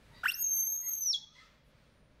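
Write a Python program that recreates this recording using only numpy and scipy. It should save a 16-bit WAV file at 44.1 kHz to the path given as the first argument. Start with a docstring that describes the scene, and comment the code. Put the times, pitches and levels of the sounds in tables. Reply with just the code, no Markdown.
"""First a distant bird pipes faintly over low rumble and foliage hiss; then one long whistle stands out.
The microphone is on a forest floor. The whistler, unseen and probably a bird, gives a fast squeaky rise,
a thin held note near 6.4 kHz and a final drop. Echoes from the trunks beat against the note and ring on.
Farther off, the short low piping continues, with thin notes of other animals and soft leaf rustles."""
import sys
import numpy as np
from scipy import signal
from scipy.fft import rfft, irfft
from scipy.io import wavfile
from scipy.ndimage import uniform_filter1d

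SR = 44100
rng = np.random.default_rng(int(sys.argv[2]) if len(sys.argv) > 2 else 0)


def generate_wav(signal):
    """Clip the signal to [-1, 1] and save it as 16-bit WAV at the path in sys.argv[1]."""
    frames = np.transpose(np.atleast_2d(signal))
    scaled = np.clip(frames, -1, 1) * 32767
    pcm = np.round(scaled).astype(np.int16)
    wavfile.write(sys.argv[1], SR, pcm)


N = 97020
T = np.arange(N) / SR
CUT_HZ = 15700  # top of the recorder's range


# The whistle's three phases: t/s, f/Hz, fundamental level/dB, octave level/dB
RISE = [(.233, 682.4, -69, -45), (.237, 688, -48, -30), (.243, 819, -52, -35.5), (.251, 919, -47, -34.5),
        (.2545, 1010, -36, -52), (.258, 1452, -23, -36), (.262, 1483, -21.5, -40),
        (.265, 1594, -24.5, -50.5), (.27, 1893, -28, -58), (.276, 2224, -46.5, -65),
        (.285, 2706, -32, -41.5), (.294, 2740, -30.5, -41.5), (.301, 2777, -27.5, -45),
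        (.305, 3116, -48.5, -58), (.322, 4240, -46, -57.5), (.335, 5100, -57, -60.5),
        (.344, 5480, -36, -51), (.352, 5900, -49.5, -41.5), (.368, 6480, -56, -45)]
HOLD = [(.38, 6430, -52, -46.5), (.405, 6520, -43, -35.5), (.422, 6640, -40, -33.5),
        (.443, 6448, -32.5, -47.5), (.47, 6410, -30.5, -50.5), (.51, 6365, -32, -45),
        (.565, 6316, -33.5, -33.5), (.61, 6328, -33, -39), (.655, 6278, -36, -38.5),
        (.695, 6402, -35.5, -41.5), (.745, 6400, -34, -41), (.785, 6486, -41, -50), (.85, 6510, -40.5, -44),
        (.91, 6416, -40, -40.5), (.965, 6230, -49, -46), (1.005, 6277, -42, -43), (1.023, 6132, -33.5, -42),
        (1.048, 6060, -40, -48), (1.064, 5997, -31, -45.5), (1.087, 5630, -29, -55),
        (1.108, 5515, -29.5, -56.5)]
FALL = [(1.118, 5280, -34.5, -58.5), (1.126, 4957, -47, -58), (1.131, 4394, -29.5, -70),
        (1.138, 3585, -33.5, -53.5), (1.148, 3311, -31.5, -52), (1.158, 3348, -33, -49),
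        (1.162, 3357, -37.5, -74), (1.174, 3520, -62, -47)]
# Upper partials and rasp on the rise, before the throat colours them: t/s, level/dB
EDGE = [(.233, -62.5), (.24, -54.5), (.26, -54.5), (.272, -57), (.29, -47), (.305, -54), (.32, -49),
        (.335, -63.5), (.37, -82)]
# Throat resonances: f/Hz, gain/dB
THROAT = [(1800, -10), (2900, 7), (4100, -10), (5700, -2.5), (6900, -10.5), (8300, 1.5), (10000, -14),
          (12500, 9.5), (14000, 1), (15500, -18.5)]

def whistle():
    """Foreground: one gliding oscillator, rough on the rise, nearly pure when held, hissy as it drops."""
    call = list(RISE) + list(HOLD) + list(FALL)
    start, end = call[0][0], call[-1][0]
    gate = np.clip((T - start) / .002, 0, 1) * np.clip((end - T) / .004, 0, 1)
    rising = T < RISE[-1][0]
    hz = uniform_filter1d(curve(call), size=130)
    hz *= 1 + .0012 * wander(77) + .0088 * rising * wander(320)  # pitch jitter, strongest on the rise
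    phase = 2 * np.pi * np.cumsum(hz) / SR
    tone = amp(curve(call, column=2) - 1.85 * wander(60)) * np.sin(phase)
    tone += amp(curve(call, column=3) + 2 * wander(45)) * np.sin(2 * phase)
    edge = amp(curve(EDGE)) * rising
    rolloff_db_per_octave, flicker_db = -6.5, 3
    for k in range(3, 16):
        db = rolloff_db_per_octave * np.log2(k / 3) + flicker_db * wander(129)
        tone += edge * amp(db) * colour_at(k * hz, THROAT) * (k * hz < CUT_HZ) * np.sin(k * phase)
    rasp = noise(lambda f: colour_at(f, THROAT) * f / (f + 700) / np.hypot(1, f / 3900))
    fall_hiss = swell(FALL[0][0], end - FALL[0][0]) * noise_band(hz=10500, width_hz=5000, power=4)
    return gate * (np.sqrt(2) * tone + amp(-1) * edge * rasp + amp(-65) * fall_hiss)


# Echo bands of the trees: f/Hz, early level/dB, early t60/s, late level/dB, late t60/s
SCATTER = [(660, -24, 0.41, -30.5, 0.91), (1450, -13, 0.4, -19, 0.27), (3230, -11.5, 0.25, -16, 0.92),
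           (5770, -6.5, 0.24, -18, 0.69), (9300, -12.5, 0.2, -27.5, 0.29), (13000, -11, .16, -33.5, .6)]

def scatter(x):
    """Trunks and leaves around the microphone return dense echoes, with a quick and a slow decay."""
    centres = np.log([row[0] for row in SCATTER])
    build_up = 1 - np.exp(-T / .005)
    tail = 0
    for weights, (_, early_db, early_t60, late_db, late_t60) in zip(np.eye(len(SCATTER)), SCATTER):
        white = rng.standard_normal(N)
        band = shaped(white, lambda f: np.sqrt(np.interp(np.log(f + 1), centres, weights)))
        for db, t60 in ((early_db, early_t60), (late_db, late_t60)):
            decay = np.exp(-np.log(1000) * T / t60) * build_up
            tail += amp(db) * band * decay / np.sqrt(2 * np.sum(decay ** 2))
    return signal.fftconvolve(x, tail)[:N]


# Share of the whistle sent into the trees: t/s, gain/dB
SEND = [(.23, -3), (.32, -5), (.45, -8.5), (.68, 0), (.8, -1), (.92, 13), (1.02, 6), (1.09, -6),
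        (1.16, 1.5)]

def through_trees(call):
    """The call reaches the microphone directly and by way of the trees; the paths beat together."""
    return call + scatter(call * amp(curve(SEND)))


# The distant bird's notes, before the direct and echo gains: t/s, length/s, f/Hz, level/dB
PIPES = [(0.097, 0.083, 926, -67), (0.128, 0.052, 1951, -62), (0.648, .07, 888, -75),
         (0.675, 0.063, 1783, -74.5), (0.733, 0.07, 1265, -71.5), (.82, 0.063, 2070, -61.5),
         (.82, .05, 1044, -71), (0.869, 0.034, 1314, -65.5), (1.17, .06, 877, -72),
         (1.256, 0.08, 1264, -74.5), (1.349, 0.057, 2075, -59), (1.35, 0.044, 1041, -68.5),
         (1.379, 0.043, 1830, -64), (1.395, .06, 1310, -64)]

def distant_bird():
    """Far from the microphone: short, slightly rising, wavering notes that blur among the trees."""
    glide, waver, attack_s = .08, .02, .0073
    notes = 0
    for start, length, hz, db in PIPES:
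        ramp = np.clip((T - start) / length - .5, -.5, .5)
        pitch = hz * (1 + glide * ramp + waver * wander(110))
        phase = 2 * np.pi * np.cumsum(pitch) / SR
        envelope = np.clip((T - start) / attack_s, 0, 1) * np.clip(2 * (start + length - T) / length, 0, 1)
        tone = np.sin(phase) + amp(-13.5) * np.sin(2 * phase)
        notes += np.sqrt(2) * amp(db) * envelope * tone
    return amp(-4.5) * notes + amp(12.5) * scatter(notes)


# Other animals, before the direct and echo gains: t/s, length/s, start f/Hz, end f/Hz, level/dB
THIN_NOTES = [(.12, 0.11, 3800, 3900, -64.5), (.13, 0.072, 4700, 4750, -67),
              (0.642, .16, 3570, 3744, -74.5), (1.66, 0.57, 8800, 9750, -85)]

def far_animals():
    """Deep in the forest: faint, high, unsteady glides that arrive mostly as echo."""
    notes = 0
    for start, length, first_hz, last_hz, db in THIN_NOTES:
        glide = np.interp(T, [start, start + length], [first_hz, last_hz])
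        notes += amp(db) * swell(start, length) * sine(glide * (1 + .027 * wander(300)))
    return amp(-5.5) * notes + amp(10) * scatter(notes)


# Spectrum of the forest ambience: f/Hz, relative level/dB
AMBIENCE = [(25, -7), (57, 3.5), (80, -8), (115, -1.5), (170, -9), (230, -6), (340, -16), (600, -11.5),
            (760, -21.5), (1250, -19.5), (2200, -21.5), (3000, -25.5), (4200, -26.5), (6500, -36),
            (10000, -47), (15000, -44.5)]
# Drift of its low rumble and of its foliage hiss: t/s, gain/dB
RUMBLE = [(0, 2), (.22, 7), (.33, -1), (.8, -3.5), (1.28, -4), (1.4, -1.5), (1.85, 1.5), (2.2, 2.5)]
HISS = [(0, 5), (.2, 10.5), (.5, 2), (1.0, -1.5), (1.3, -4), (1.38, 4.5), (1.65, 3.5), (1.9, 3.5),
        (2.08, -1), (2.2, 1.5)]

def rumble_and_foliage():
    """All around the microphone: rumble below about 950 Hz and foliage hiss above, drifting separately."""
    bed = amp(-65.5) * noise(lambda f: colour_at(f, AMBIENCE))
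    low = shaped(bed, lambda f: 1 / (1 + (f / 950) ** 4))
    hiss = (bed - low) * amp(curve(HISS) + 1.1 * wander(6.4))
    return low * amp(curve(RUMBLE)) + hiss


def hum():
    """Down in the rumble: a faint, wavering tone near 151 Hz."""
    return amp(-75) * sine(151 + 1.2 * wander(2))


# Stirrings in the leaves: t/s, length/s, centre f/Hz, width/Hz, level/dB
RUSTLES = [(-.1, 0.57, 9076, 6190, -78), (0.791, 0.28, 3420, 2200, -71), (1.309, .2, 4170, 3033, -65.5),
           (1.631, 0.099, 10750, 4990, -83)]

def leaf_rustles():
    """In the background, leaves stir in soft swells of high noise."""
    return sum(amp(db) * swell(start, length) * noise_band(hz, width_hz, power=2)
               for start, length, hz, width_hz, db in RUSTLES)


def amp(db):
    return 10 ** (np.asarray(db) / 20)


def curve(rows, column=1):
    """One column of a table, joined by straight lines in time."""
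    rows = np.array(rows)
    return np.interp(T, rows[:, 0], rows[:, column])


def colour_at(hz, points):
    """Gain of a spectrum at the given frequencies."""
    f, db = np.array(points).T
    return amp(np.interp(np.log(hz + 1), np.log(f), db))


def shaped(x, gain):
    """Filter by a gain that is a function of frequency."""
    return irfft(rfft(x) * gain(np.arange(N // 2 + 1) * SR / N), N)


def noise(gain):
    """Coloured noise with RMS 1."""
    x = shaped(rng.standard_normal(N), gain)
    return x / np.sqrt(np.mean(x ** 2))


def noise_band(hz, width_hz, power):
    """Noise around hz; a higher power steepens the sides."""
    return noise(lambda f: 1 / (1 + (2 * (f - hz) / width_hz) ** power))


def wander(rate_hz):
    """Smooth random motion with RMS 1."""
    return noise(lambda f: 1 / (1 + (f / rate_hz) ** 4))


def sine(hz):
    """A tone with RMS 1 that follows a pitch curve."""
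    return np.sqrt(2) * np.sin(2 * np.pi * np.cumsum(hz) / SR)


def swell(start, length):
    """A rounded rise and fall."""
    return np.sin(np.pi * np.clip((T - start) / length, 0, 1))


def scene():
    """Calls and ambience meet at one microphone on the forest floor."""
    calls = through_trees(whistle()) + distant_bird() + far_animals()
    return (calls + rumble_and_foliage() + hum() + leaf_rustles())[None]


def record(dry):
    """The recorder cuts the top steeply."""
    return signal.sosfilt(signal.ellip(10, .2, 80, CUT_HZ, fs=SR, output="sos"), dry)


dry = scene()
out = record(dry)
generate_wav(out)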